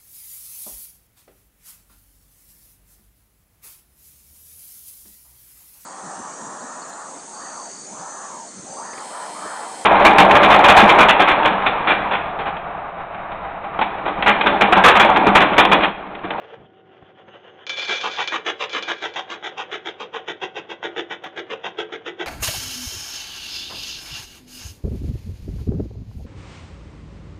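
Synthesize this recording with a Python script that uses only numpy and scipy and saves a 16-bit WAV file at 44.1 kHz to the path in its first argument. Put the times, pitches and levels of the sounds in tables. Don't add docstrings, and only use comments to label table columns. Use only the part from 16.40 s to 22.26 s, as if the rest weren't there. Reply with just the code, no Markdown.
import sys
import numpy as np
from scipy import signal
from scipy.fft import rfft, irfft, next_fast_len
from scipy.io import wavfile
from scipy.ndimage import uniform_filter1d

SR = 44100
rng = np.random.default_rng(int(sys.argv[2]) if len(sys.argv) > 2 else 0)


def put_to_file(sound):
    columns = np.atleast_2d(sound).T
    safe = np.clip(columns, -1, 1)
    whole_steps = np.round(safe * 32767)
    wavfile.write(sys.argv[1], SR, whole_steps.astype(np.int16))


N = 258426
TIME = np.arange(N) / SR
FED_S, LOW_S, CRUMBS_S = 1.45, 3.1, 4.0
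# f/Hz, energy/dB, t60/s
FRAME_MODES = [(215, -14, .12), (343, -7, .16), (378, -11, .18), (436, -4, .17), (454, 0, .21),
               (690, -14, .2), (762, -8, .22), (835, -10, .1), (1005, -13, .12), (1440, -11, .22),
               (1570, -11, .2), (1630, -12, .2), (1690, -12, .2), (1885, -12, .12), (1990, -13, .2),
               (2300, -10, .15), (2770, -11, .15), (2903, -5, .33), (3055, -12, .25), (3300, -5, .07),
               (3675, -9, .1)]


def amp(db):
    return 10 ** (np.asarray(db) / 20)


def unit(x):
    return x / np.sqrt(np.sum(x ** 2) + 1e-20)


def steadied(x, size=1000):
    return x / np.sqrt(abs(uniform_filter1d(x ** 2, size=size)) + 1e-6)


def curve(points, s):
    return np.interp(s, *np.transpose(points))


def through(x, response):
    return signal.fftconvolve(x, response)[:N]


def band(x, lo_hz, hi_hz):
    size = next_fast_len(N)
    hz = np.fft.rfftfreq(size, 1 / SR) + 1
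    return irfft(rfft(x, size) / (1 + (lo_hz / hz) ** 12) / (1 + (hz / hi_hz) ** 12), size)[:N]


def low_pass(x, hz):
    taps = signal.firwin(255, hz, window=("kaiser", 8), fs=SR)
    return signal.oaconvolve(x, taps[None], "same")


def colour(points, size=4096):
    hz, db = np.transpose(points)
    grid = abs(np.fft.fftfreq(size, 1 / SR))
    grid_db = np.interp(np.log(grid + 1), np.log(hz + 1), np.maximum(db, -100))
    spectrum = np.exp(np.conj(signal.hilbert(np.log(amp(grid_db)))))
    return unit(np.fft.ifft(spectrum).real[:size // 2])


def ring(modes):
    t = TIME[:SR // 2]
    return unit(sum(amp(db - 60 * t / t60) / np.sqrt(t60) * np.cos(2 * np.pi * hz * t)
                    for hz, db, t60 in modes))


def scatter(t60):
    t = TIME[:SR // 2]
    decay = amp(-60 * t / t60)
    spectrum = rfft(rng.standard_normal(len(t)) * decay)
    whitened = irfft(spectrum / abs(spectrum), len(t))
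    return unit(whitened * np.minimum(3 * decay, 1))


def drift(rate_hz):
    size, control_hz = 2048, 256
    hz = np.fft.rfftfreq(size, 1 / control_hz)
    slow = irfft(rfft(rng.standard_normal(size)) / (1 + (hz / rate_hz) ** 4))
    wander = np.interp(TIME, np.arange(size) / control_hz, slow)
    return wander / np.sqrt(np.mean(wander ** 2) + 1e-20)


def shifting(x, t60, rate_hz, count=4):
    weights = np.array([drift(rate_hz) for _ in range(count)])
    weights /= np.sqrt(np.sum(weights ** 2, axis=0))
    return sum(w * through(x, scatter(t60)) for w in weights)


def cracks(per_s, spread_db):
    clicks = (rng.random(N) < per_s / SR) * rng.choice([-1, 1], N)
    return steadied(clicks * amp(spread_db * rng.standard_normal(N)))


def swell(s, length, rise, fall):
    out = np.zeros(N)
    near = slice(max(round((s - 20 * rise) * SR), 0), round((s + length + 20 * fall) * SR))
    t = TIME[near] - s
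    out[near] = np.exp(np.minimum(t, 0) / max(rise, 1e-4) - np.maximum(t - length, 0) / fall)
    return out


def blows(rows):
    out = np.zeros(N)
    for s, db in rows:
        out[round(s * SR)] += amp(db)
    return out


def closings(start_turn=.141):
    # t/s, stroke rate/Hz
    pace = [(0, 7.345), (1.2, 7.105), (1.55, 6.76), (2, 7.167), (4.2, 7.195), (4.65, 7.378), (4.9, 7.723),
            (5.25, 7.045), (5.86, 7.413)]
    turns = start_turn + np.cumsum(curve(pace, TIME)) / SR
    return TIME[1:][np.diff(np.floor(turns)) > 0]


def emptying(pair, s):
    return np.interp(s, [LOW_S, CRUMBS_S], pair)


def motor(hum_db=-2, rumble_db=-58, waver_hz=3.0):
    # f/Hz, level/dB
    tones = [(100, -64.5), (343, -64.5), (378, -59.5), (420, -67), (458, -64.5), (638, -69.5), (760, -59.5),
             (1443, -68)]
    # f/Hz, gain/dB
    rumble_eq = [(20, -30), (50, -18.5), (90, 0.5), (140, 7), (220, 5), (400, 7.5), (1000, -48.5)]
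    hum = np.zeros(N)
    for hz, db in tones:
        cycles = np.cumsum(hz + waver_hz * drift(10.8)) / SR
        hum += amp(db) * np.sqrt(2) * np.sin(2 * np.pi * cycles)
    rumble = through(rng.standard_normal(N), colour(rumble_eq))
    return amp(hum_db) * hum + amp(rumble_db) * rumble


def drive_rattle(flutter_db=3.5, rattle_db=-2):
    # t/s, level/dB
    envelope = [(0, -43), (.15, -50.5), (.3, -60.5), (.45, -57), (.6, -53), (.75, -54), (.92, -48),
                (1.24, -49.5), (2.6, -44.5), (3.4, -48), (5.86, -50)]
    # f/Hz, gain/dB
    rattle_eq = [(150, -24.5), (250, -9.5), (340, -5.5), (540, 6.5), (750, 0.5), (1000, -3.5), (1600, -4.5),
                 (2200, -10), (3400, -11), (3800, -24), (4400, -35), (6500, -40.5), (8000, -67)]
    level_db = rattle_db + curve(envelope, TIME) + flutter_db * drift(25)
    return through(amp(level_db) * cracks(per_s=1500, spread_db=1), colour(rattle_eq))


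def frame_knocks(push_db=23.5, shove_db=(-35.5, -36), lag_s=0.00822):
    # t/s, level/dB
    strays = [(.045, -31.5), (.125, -27), (.39, -40), (1.515, -42.5), (1.665, -34), (2.228, -28),
              (2.51, -22), (3.761, -35), (4.035, -26), (4.446, -18.5), (4.996, -20.5), (5.137, -19),
              (5.818, -31)]
    shoves = [(s + lag_s, emptying(shove_db, s)) for s in closings() if s > FED_S]
    push = band(blows(shoves) + blows(strays), lo_hz=410, hi_hz=570)
    return amp(push_db) * through(push, ring(FRAME_MODES))


def grit_scrapes(grit_db=-3, length_s=0.025, rise_s=0.032, fall_s=0.0061):
    # t/s, level/dB
    load = [(.1, -56), (.25, -58.5), (.55, -60), (.93, -48), (1.08, -45.5), (1.22, -45)]
    # f/Hz, gain/dB
    grit_eq = [(200, -26), (450, -33), (700, -4.5), (1500, 6), (2300, -3), (2900, 9), (3400, 5), (3800, -9),
               (4400, -41), (6500, -29), (8000, -58)]
    bite = sum(amp(curve(load, s)) * swell(s - length_s / 2, length_s, rise_s, fall_s)
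               for s in closings() if s < FED_S)
    grit = through(bite * cracks(per_s=1500, spread_db=-1.0), colour(grit_eq))
    return amp(grit_db) * shifting(grit, t60=0.039, rate_hz=1.7)


def handling_bumps():
    # t/s, length/s, level/dB
    bumps = [(0.171, 0.09, -47.5), (0.624, 0.0022, -35.5), (0.873, 0.013, -52)]
    # f/Hz, gain/dB
    bump_eq = [(20, -12), (80, -0.5), (170, 0.5), (350, -4), (800, -10.5), (3000, -32), (5000, -63)]
    push = sum(amp(db) * swell(s, length, rise=0.001, fall=0.0032) for s, length, db in bumps)
    return through(push * rng.standard_normal(N), colour(bump_eq))


def steel_whine(level_db=-84, hz=6350, t60=0.11, opens_s=.87, length_s=0.86):
    gate = swell(opens_s, length_s, rise=.008, fall=.02)
    return amp(level_db) * gate * through(rng.standard_normal(N), ring([(hz, 0, t60)]))


def hopper(slide_db=-1, clink_db=19, ring_db=-3.0, clatter_db=-6.5, rise_s=0.002, fall_s=.011):
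    # t/s, length/s, level/dB
    slides = [(1.291, 0.052, -31.5), (1.366, 0.083, -24), (1.475, 0.1, -23.5), (1.602, 0.079, -30.5),
              (1.701, 0.14, -29), (1.884, 0.075, -38), (2.308, 0.051, -31.5), (2.426, 0.27, -43)]
    # t/s, level/dB
    clinks = [(1.2668, -20), (1.295, -12.5), (1.3728, -50), (1.6125, -16), (1.7488, -27), (1.8755, -11.5),
              (2.2954, -23), (2.3311, -17.5), (2.4256, -16), (2.7388, -28.5)]
    # f/Hz, gain/dB
    glass_eq = [(100, -54.5), (330, -1.5), (900, -1.5), (1600, 8), (2050, -0.5), (2500, 2.5), (3600, 10.5),
                (4650, -6), (6400, -2), (7400, -9), (8300, -51.5)]
    # f/Hz, energy/dB, t60/s
    sheet_modes = [(531, -11, .25), (1612, -7, .22), (1636, -6, .27), (2343, 1, .4), (2365, -9, .2),
                   (2428, -1, .35), (3053, -8, .3), (3120, -14, .2), (3382, -2, .3), (3410, -8, .2),
                   (3495, -3, .3), (3730, -14, .12), (3920, -12, .12), (4177, -13, .17), (4377, -18, .25),
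                   (4882, -15, .25), (5383, -18, .2), (5825, -18, .17), (5990, -19, .12), (6218, -20, .2),
                   (6600, -16, .17), (7300, -26, .17)]
    flow = sum(amp(db + slide_db) * swell(s, length, rise_s, fall_s) for s, length, db in slides)
    hits = flow * cracks(per_s=650, spread_db=5) + amp(clink_db) * blows(clinks)
    clatter = through(through(hits, colour(glass_eq)), scatter(t60=0.074))
    ringing = through(hits, ring(sheet_modes))
    return band(amp(ring_db) * ringing + amp(clatter_db) * clatter, lo_hz=220, hi_hz=6820)


def jaw_crunch(direct_db=-3, chamber_db=-4, squeeze_s=(0.035, 0.023), settle_db=(-27.5, -31), lead=0.62):
    # t/s, level/dB
    load = [(1.5, -27), (1.8, -28), (1.95, -27), (2.45, -26), (2.65, -30.5), (2.9, -31), (3.06, -34.5),
            (3.2, -32), (3.5, -33), (3.8, -32.5), (4.04, -29.5), (4.32, -34.5), (4.45, -31), (4.59, -29.5),
            (4.85, -36), (4.99, -32), (5.4, -29), (5.55, -35.5), (5.86, -31)]
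    # t/s, level/dB
    snaps = [(1.637, -6), (1.657, -5), (1.924, -5), (2.067, -6), (2.517, -5), (2.658, -6), (3.027, -14),
             (4.032, -5), (4.037, -7), (4.429, -7), (4.564, -7), (4.597, -7), (4.842, -14), (4.994, -10),
             (5.102, -11), (5.137, -11)]
    # f/Hz, gain/dB
    crunch_eq = [(60, -39), (150, -16), (255, -13.5), (330, -0.5), (520, 1), (650, -1.5), (830, 5.5),
                 (1130, 2), (1500, 4), (2300, -3), (3450, -4.5), (3850, -18.5), (4250, -39), (6500, -37),
                 (7400, -50), (8300, -68.5)]
    # gain when full/dB, gain with crumbs/dB, fall/s
    layers = [(-10, -3, 0.025), (-2.5, -6.5, 0.013), (-4.5, -5, 0.016), (-2.5, -3.5, 0.013),
              (-8.5, -13.5, .014)]
    edges = (20, 600, 1300, 2100, 4100, 12000)
    strokes = [(s, emptying(squeeze_s, s), amp(curve(load, s))) for s in closings() if s > FED_S]
    settling = (TIME > FED_S) * amp(curve(load, TIME) + emptying(settle_db, TIME))
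    grains = through(cracks(per_s=1200, spread_db=-2), colour(crunch_eq))
    crush = through(blows(snaps), colour(crunch_eq))
    for (full_db, crumbs_db, fall), lo_hz, hi_hz in zip(layers, edges, edges[1:]):
        squeeze = sum(bite * swell(s - lead * length, length, rise=0.0067, fall=fall)
                      for s, length, bite in strokes)
        gain = amp(emptying((full_db, crumbs_db), TIME))
        crush += gain * np.hypot(squeeze, settling) * steadied(band(grains, lo_hz, hi_hz))
    return amp(direct_db) * crush + amp(chamber_db) * shifting(crush, t60=0.032, rate_hz=4.17)


def scene(ring_db=-17, room_db=-12, room_top_hz=4500):
    inside = jaw_crunch() + drive_rattle() + grit_scrapes()
    frame = amp(ring_db) * through(inside, ring(FRAME_MODES)) + frame_knocks()
    direct = inside + frame + hopper() + steel_whine() + motor() + handling_bumps()
    room = band(through(direct, scatter(t60=0.35)), lo_hz=60, hi_hz=room_top_hz)
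    return (direct + amp(room_db) * room)[None]


def record(dry, low_cut_hz=56, high_cut_hz=8300, tick_top_hz=16500):
    # t/s, level/dB
    tick = [(4.8415, -33)]
    thinned = signal.sosfilt(signal.butter(2, low_cut_hz, "highpass", fs=SR, output="sos"), dry)
    dulled = low_pass(thinned, high_cut_hz)
    return low_pass(dulled + blows(tick), tick_top_hz)


dry = scene()
out = record(dry)
put_to_file(out)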